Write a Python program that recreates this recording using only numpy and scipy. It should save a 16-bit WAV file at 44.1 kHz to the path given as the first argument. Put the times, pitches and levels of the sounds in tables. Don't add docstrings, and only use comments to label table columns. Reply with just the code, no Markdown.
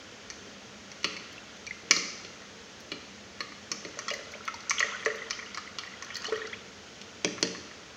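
import sys
import numpy as np
from scipy import signal
from scipy.fft import rfft, irfft
from scipy.io import wavfile

SR = 44100
rng = np.random.default_rng(int(sys.argv[2]) if len(sys.argv) > 2 else 0)


def persist_wave(psi):
    counts = np.round(np.clip(psi, -1, 1) * 32767).astype(np.int16)
    wavfile.write(sys.argv[1], SR, np.atleast_2d(counts).T)


N = 351036
SECONDS = np.arange(N) / SR

# frequency in Hz, relative density in dB.
HISS_SPECTRUM = [(20, -40), (42, -24), (55, -11.5), (92, -3.5), (153, -10.5), (213, -4), (400, -8),
                 (515, -6), (987, -14), (1940, -11), (3300, -13), (3800, -15), (6500, -14.5), (7300, -24),
                 (8200, -36.5), (11500, -49), (15500, -46.5)]
# centre in Hz, width in Hz, RMS level in dB.
HUMS = [(102, 42, -75), (202.7, 12.5, -60), (439, 33, -62.5)]
# time in seconds, slosh level in dB.
STIRRING = [(0, -55.5), (.9, -60), (1.15, -53.5), (1.6, -56), (2.5, -58.5), (3.35, -60.5), (3.8, -56.5),
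            (4.15, -52), (4.6, -54), (4.85, -43), (5.15, -47), (5.4, -52), (5.9, -56.5), (6.33, -43.5),
            (6.5, -48.5), (6.65, -59), (7.96, -57.5)]
# start in seconds, level in dB, start pitch in Hz.
BUBBLES = [(1.38, -34.5, 2640), (1.6724, -30, 2320), (1.709, -24.5, 2040), (4.081, -26.5, 1294),
           (4.09, -31, 3260), (4.113, -29, 2840), (4.138, -26.5, 1970), (4.4072, -35, 1310),
           (4.4827, -20.5, 1290), (4.5413, -34, 906), (4.712, -19.5, 1146), (4.8276, -14, 1880),
           (4.924, -25.5, 1260), (4.947, -29, 1486), (5.0798, -26, 1810), (5.102, -25, 1880),
           (5.1507, -35, 1980), (5.2185, -28.5, 1975), (5.329, -31.5, 3010), (5.427, -33.5, 1865),
           (5.461, -38.5, 2820), (5.5823, -30, 1260), (5.675, -34, 2010), (5.8735, -34, 1900),
           (5.938, -35, 1960), (6.167, -33, 1850), (6.253, -27, 2930), (6.359, -29.5, 1850),
           (6.417, -27.5, 1815), (6.4527, -32, 1960), (6.531, -35.5, 3270), (7.277, -32.5, 1790),
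           (7.45, -32, 1800)]
# start in seconds, level in dB, start pitch in Hz,
# ring time in seconds.
DRIP_EVENTS = [(4.3368, -34.5, 1957, 0.04), (4.92, -34, 1127, 0.1), (6.284, -39, 680, 0.085),
               (6.5298, -28.5, 1820, 0.042)]
# start in seconds, peak in dB, gain added to lowest mode in dB.
WALL_BLOWS = [(3.969, -37, -16), (4.11, -28.5, -15), (4.15, -38.5, -7), (4.19, -38, -14), (4.267, -40, -19),
              (4.349, -37, -12), (4.804, -34, -14), (4.839, -32, -10), (5.061, -20, -2), (6.281, -34, 5),
              (6.32, -22, 7), (6.443, -34, 8)]
# start in seconds, peak in dB.
BENCH_BLOWS = [(0.364, -44), (0.469, -47), (1.045, -30.5), (1.833, -42), (1.906, -26), (1.968, -31),
               (2.246, -42.5), (2.918, -32), (3.404, -37.5), (3.714, -35.5), (3.851, -34), (7.246, -21.5),
               (7.427, -20)]
# start in seconds, mode peak in dB, treble edge peak in dB.
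BRISTLE_SNAPS = [(1.326, -44, -56), (1.565, -46, -66), (2.803, -40.5, -53), (4.136, -29, -48),
                 (4.318, -36.5, -55), (4.451, -36, -50), (4.5405, -32.5, -60), (4.604, -35, -70),
                 (4.793, -17.5, -47), (5.049, -28, -61), (5.156, -40, -53), (5.2998, -29.5, -62),
                 (5.862, -44, -62), (6.045, -34, -59), (6.1438, -30, -58), (6.1657, -26, -43),
                 (6.219, -31, -76), (6.2534, -39, -72), (6.2648, -26.5, -75), (6.363, -36, -58),
                 (6.469, -34, -72), (7.408, -47, -53)]
# start in seconds, hard-mode peak in dB.
RIM_RAPS = [(7.2461, -12.5), (7.427, -11.5), (7.473, -28.5)]
# start in seconds, middle peak in dB, low peak in dB, hard peak in dB,
# favoured middle frequency in Hz, favoured hard frequency in Hz.
HANDLE_CLACKS = [(0.3009, -31.5, -45, -26.5, 2000, 5840), (0.9158, -37, -58, -32, 2200, 5440),
                 (1.03, -35, -49, -36, 2600, 5800), (1.043, -13.5, -25, -16.5, 2600, 4500),
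                 (1.1655, -29.5, -52, -31, 2090, 4300), (1.666, -35, -64, -30.5, 2250, 5400),
                 (1.909, -7, -22, -3, 2270, 5930), (1.964, -35, -28.5, -15.5, 2180, 4050),
                 (2.247, -34, -55, -38, 2860, 4200), (2.4184, -39.5, -49, -47, 1730, 4100),
                 (2.9171, -25.5, -36, -26.5, 2580, 4080), (3.405, -22.5, -31.5, -24.5, 1840, 4120),
                 (3.5202, -39.5, -44, -48, 2050, 4270), (3.7156, -26, -34, -16, 2280, 5600),
                 (3.8489, -29, -43.5, -35, 2220, 4260), (3.9887, -28.5, -31.5, -22, 1950, 6850),
                 (4.0819, -28, -33, -22, 2100, 5700), (4.1027, -22, -37, -24, 2320, 5300),
                 (4.4773, -21.5, -28.5, -31, 2140, 6100), (4.6955, -38, -39, -13.5, 2100, 6740),
                 (4.707, -14.5, -28, -16, 2110, 6200), (4.782, -17.5, -40, -39, 3200, 6800),
                 (4.803, -13, -23.5, -22, 1970, 4130), (5.025, -29, -60, -63, 1910, 6490),
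                 (5.059, -14, -24.5, -23, 1910, 6160), (5.3069, -22.5, -30, -20.5, 2310, 5100),
                 (5.3896, -27, -36, -60, 2030, 4230), (5.5452, -33, -40, -27.5, 1990, 5060),
                 (5.5731, -27, -28.5, -27.5, 1830, 5170), (5.785, -24.5, -31, -23.5, 3080, 4960),
                 (5.8343, -29, -38.5, -38, 2030, 4310), (6.023, -29.5, -37, -27.5, 1790, 6350),
                 (6.103, -28, -41, -50, 2030, 5000), (6.1542, -34, -59, -24, 1850, 4050),
                 (6.2437, -27, -32, -26, 1780, 6000), (6.323, -29.5, -26.5, -55, 2000, 3910),
                 (7.014, -33, -54, -32.5, 3420, 6000), (7.3797, -33, -35, -52, 1800, 4900),
                 (7.5476, -32, -36.5, -44.5, 1723, 3974), (7.7123, -35, -44, -57, 1790, 4760)]

# frequency in Hz, relative level in dB, T60 in seconds.
WALL_MODES = [(442.2, 7, 0.22), (585.4, 7, 0.076), (712, 7.5, 0.018)]
# nominal frequency in Hz, relative level in dB, T60 in seconds.
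BENCH_MODES = [(125.3, -11.5, 0.36), (176.8, -2.5, 0.26), (230.6, 5.5, 0.098), (279, -9, 0.24),
               (294, 2.5, 0.22), (372.4, 16.5, 0.028), (447, 4, 0.2), (556, 8, 0.061), (695, -18, 0.11)]
# nominal frequency in Hz, relative level in dB, T60 in seconds.
LOW_MODES = [(1030, -10, .015), (1290, 0, .018)]
# nominal frequency in Hz, relative level in dB, T60 in seconds.
MIDDLE_MODES = [(1800, -2, .011), (2070, 0, .012), (2380, -3, .01), (2750, -3, .01), (3100, -5, .01),
                (3400, -4, .01)]
# nominal frequency in Hz, relative level in dB, T60 in seconds.
HARD_MODES = [(4140, -2, .008), (4570, 0, .009), (5100, -3, .007), (5600, -2, .008), (5900, 0, .009),
              (6200, 0, .009), (6640, -6, .008), (7400, -12, .006)]

HISS_RMS_DB = -49
TOP_HZ = 15900
ROOM_T60_S, ROOM_TREBLE_T60_S, ROOM_RISE_S, ROOM_DB = 0.86, 0.47, .014, -1.5
NEAR_T60_S, NEAR_DB = 0.045, 16
WATER_ROOM_DB, RAP_ROOM_DB = -8, -2.5
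CRACKLE_DB = -19.5
PLOP_RING_S = 0.028
PLOP_GLIDE, DRIP_GLIDE = 0.055, 0.73
CONTACT_MS, SNAP_MS, RAP_MS = 5.53, 3.5, 1.5
FIRST_TOUCH_DB = 26
GRIP_SPREAD = .015
FAVOUR_DB_PER_OCTAVE = -20
TICK_DB = -35.5
CLACK_CRACK_DB = -9
RAP_MIDDLE_HZ, RAP_HARD_HZ = 2910, 5630
RAP_MIDDLE_DB, RAP_CRACK_DB = -2.5, -0.5


def undb(db):
    return 10 ** (np.asarray(db, float) / 20)


def level(x, db):
    return x * undb(db) / np.sqrt(np.mean(x ** 2))


def peak_one(x):
    return x / np.abs(x).max()


def add(track, start_s, sound):
    i = int(start_s * SR)
    track[i:i + len(sound)] += sound[:N - i]


def passband(x, lo_hz, hi_hz, order=3):
    return signal.sosfilt(signal.butter(order, [lo_hz, hi_hz], "band", fs=SR, output="sos"), x)


def resonance(x, hz, width_hz):
    return signal.lfilter(*signal.iirpeak(hz, hz / width_hz, SR), x)


def ring(modes, push, shift=None):
    t = SECONDS[:int(SR * max(mode[2] for mode in modes)) + 512]
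    body = np.zeros(len(t))
    for k, (hz, db, t60_s) in enumerate(modes):
        mode_hz = hz * (1 if shift is None else 1 + shift[k])
        sign = (-1) ** k
        body += sign * undb(db) * np.sin(2 * np.pi * mode_hz * t) * 1000. ** (-t / t60_s)
    driven = signal.fftconvolve(body, push)
    return peak_one(passband(driven, .75 * modes[0][0], 1.2 * modes[-1][0], order=2))


def favour(modes, centre_hz):
    return [(hz, db + FAVOUR_DB_PER_OCTAVE * abs(np.log2(hz / centre_hz)), t60_s)
            for hz, db, t60_s in modes]


def contact(noise, ms):
    t_ms = SECONDS[:len(noise)] * 1000
    return noise * np.minimum(t_ms / .5, 1) * np.exp(-(t_ms / max(ms, .3)) ** 2)


def blow(noise, ms):
    return contact(noise, ms) + undb(FIRST_TOUCH_DB) * signal.unit_impulse(len(noise), 16)


def tick(push):
    return peak_one(passband(push, 7200., 15800.))


def bubble(hz, ring_s, glide):
    t = SECONDS[:int(ring_s * SR) + 8]
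    phase = 2 * np.pi * hz * (t + glide * t ** 2 / ring_s)
    attack = np.minimum(t / 0.00095, 1)
    return np.sin(phase) * attack * 1000. ** (-(t / ring_s) ** 1.3)


def background():
    hz, db = np.transpose(HISS_SPECTRUM)
    bin_hz = np.fft.rfftfreq(N, 1 / SR)
    shape = undb(np.interp(np.log(bin_hz + 1), np.log(hz), db))
    out = level(irfft(rfft(rng.standard_normal(N)) * shape, N), HISS_RMS_DB)
    for hum_hz, width_hz, hum_db in HUMS:
        out += level(resonance(rng.standard_normal(N), hum_hz, width_hz), hum_db)
    return out


def room(sent):
    t, noise = SECONDS[:SR], rng.standard_normal(SR)
    tail = passband(noise, 60., 7200.) * 1000. ** (-t / ROOM_T60_S)
    tail += passband(noise, 7200., 16500.) * 1000. ** (-t / ROOM_TREBLE_T60_S)
    near = undb(NEAR_DB) * noise * 1000. ** (-t / NEAR_T60_S) * (t > .002)
    response = tail * np.minimum(t / ROOM_RISE_S, 1) + near
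    response /= np.sqrt(np.sum(response ** 2))
    return undb(ROOM_DB) * signal.fftconvolve(sent, response)[:N]


def small_bubbles():
    out = np.zeros(N)
    for when, pitch, size in rng.random((7000, 3)):
        tone = bubble(950 * 4. ** pitch, .012, .1)
        add(out, when * (N - 1) / SR, tone * undb(10 * size ** 3))
    low = resonance(out, 1368.0, 140.0) * 1.65
    middle = resonance(out, 1720.0, 230.0) * 0.8
    high = resonance(out, 3130.0, 340.0) * 1.3
    return out + low + middle + high


def bristle_crackle():
    out = np.zeros(N)
    for noise, (when, size) in zip(rng.standard_normal((260, 256)), rng.random((260, 2))):
        push = contact(noise, 2.5) * undb(14 * size ** 2)
        treble = undb(-32) * passband(push, 7200., 15800.)
        add(out, when * (N - 1) / SR, passband(push, 3200., 6800.) + treble)
    return out


def water():
    slosh = level(small_bubbles(), 0) + level(bristle_crackle(), CRACKLE_DB)
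    return slosh * undb(np.interp(SECONDS, *np.transpose(STIRRING)))


def plops():
    out = np.zeros(N)
    for start_s, db, hz in BUBBLES:
        add(out, start_s, undb(db) * bubble(hz, PLOP_RING_S, PLOP_GLIDE))
    for start_s, db, hz, ring_s in DRIP_EVENTS:
        add(out, start_s, undb(db) * bubble(hz, ring_s, DRIP_GLIDE))
    return out


def thumps():
    out, push = np.zeros(N), np.hanning(int(0.00035 * SR))
    shifts = rng.standard_normal((len(BENCH_BLOWS), len(BENCH_MODES)))
    for (start_s, db), shift in zip(BENCH_BLOWS, shifts):
        add(out, start_s, undb(db) * ring(BENCH_MODES, push, 0.044 * shift))
    return out


def bongs():
    out, push = np.zeros(N), np.hanning(int(0.0021 * SR))
    (hz, low_db, t60_s), *upper = WALL_MODES
    for start_s, db, lowest_db in WALL_BLOWS:
        modes = [(hz, low_db + lowest_db, t60_s), *upper]
        add(out, start_s, undb(db) * ring(modes, push))
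    return out


def snaps():
    out = np.zeros(N)
    for (start_s, db, tick_db), noise in zip(BRISTLE_SNAPS, rng.standard_normal((len(BRISTLE_SNAPS), 1024))):
        push = contact(noise, SNAP_MS)
        add(out, start_s, undb(db) * ring(HARD_MODES, push))
        add(out, start_s, undb(tick_db) * tick(push))
    return out


def raps():
    out = np.zeros(N)
    hard, middle = favour(HARD_MODES, RAP_HARD_HZ), favour(MIDDLE_MODES, RAP_MIDDLE_HZ)
    for (start_s, db), noise in zip(RIM_RAPS, rng.standard_normal((len(RIM_RAPS), 1024))):
        rattle, push = contact(noise, RAP_MS), blow(noise, RAP_MS)
        crack = peak_one(passband(rattle, 700., 6400., order=6))
        add(out, start_s, undb(db) * ring(hard, push))
        add(out, start_s, undb(db + RAP_MIDDLE_DB) * ring(middle, push))
        add(out, start_s, undb(db + RAP_CRACK_DB) * crack)
        add(out, start_s, undb(db + TICK_DB) * tick(rattle))
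    return out


def clacks():
    out = np.zeros(N)
    for row, noise in zip(HANDLE_CLACKS, rng.standard_normal((len(HANDLE_CLACKS), 1024))):
        start_s, middle_db, low_db, hard_db, middle_hz, hard_hz = row
        rattle, push = contact(noise, CONTACT_MS), blow(noise, CONTACT_MS)
        shift = GRIP_SPREAD * noise[-8:]
        crack = peak_one(passband(rattle, 1400., 6600., order=5))
        add(out, start_s, undb(low_db) * ring(LOW_MODES, push, shift))
        add(out, start_s, undb(middle_db) * ring(favour(MIDDLE_MODES, middle_hz), push, shift))
        add(out, start_s, undb(hard_db) * ring(favour(HARD_MODES, hard_hz), push, shift))
        add(out, start_s, undb(min(middle_db, hard_db) + CLACK_CRACK_DB) * crack)
        add(out, start_s, undb(hard_db + TICK_DB) * tick(rattle))
    return out


def scene():
    blows = clacks() + snaps() + bongs() + thumps()
    rapped, wet = raps(), plops() + water()
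    sent = blows + undb(RAP_ROOM_DB) * rapped + undb(WATER_ROOM_DB) * wet
    return (blows + rapped + wet + room(sent) + background())[None]


def record(dry):
    return signal.sosfilt(signal.ellip(8, .2, 70, TOP_HZ, fs=SR, output="sos"), dry)


dry = scene()
out = record(dry)
persist_wave(out)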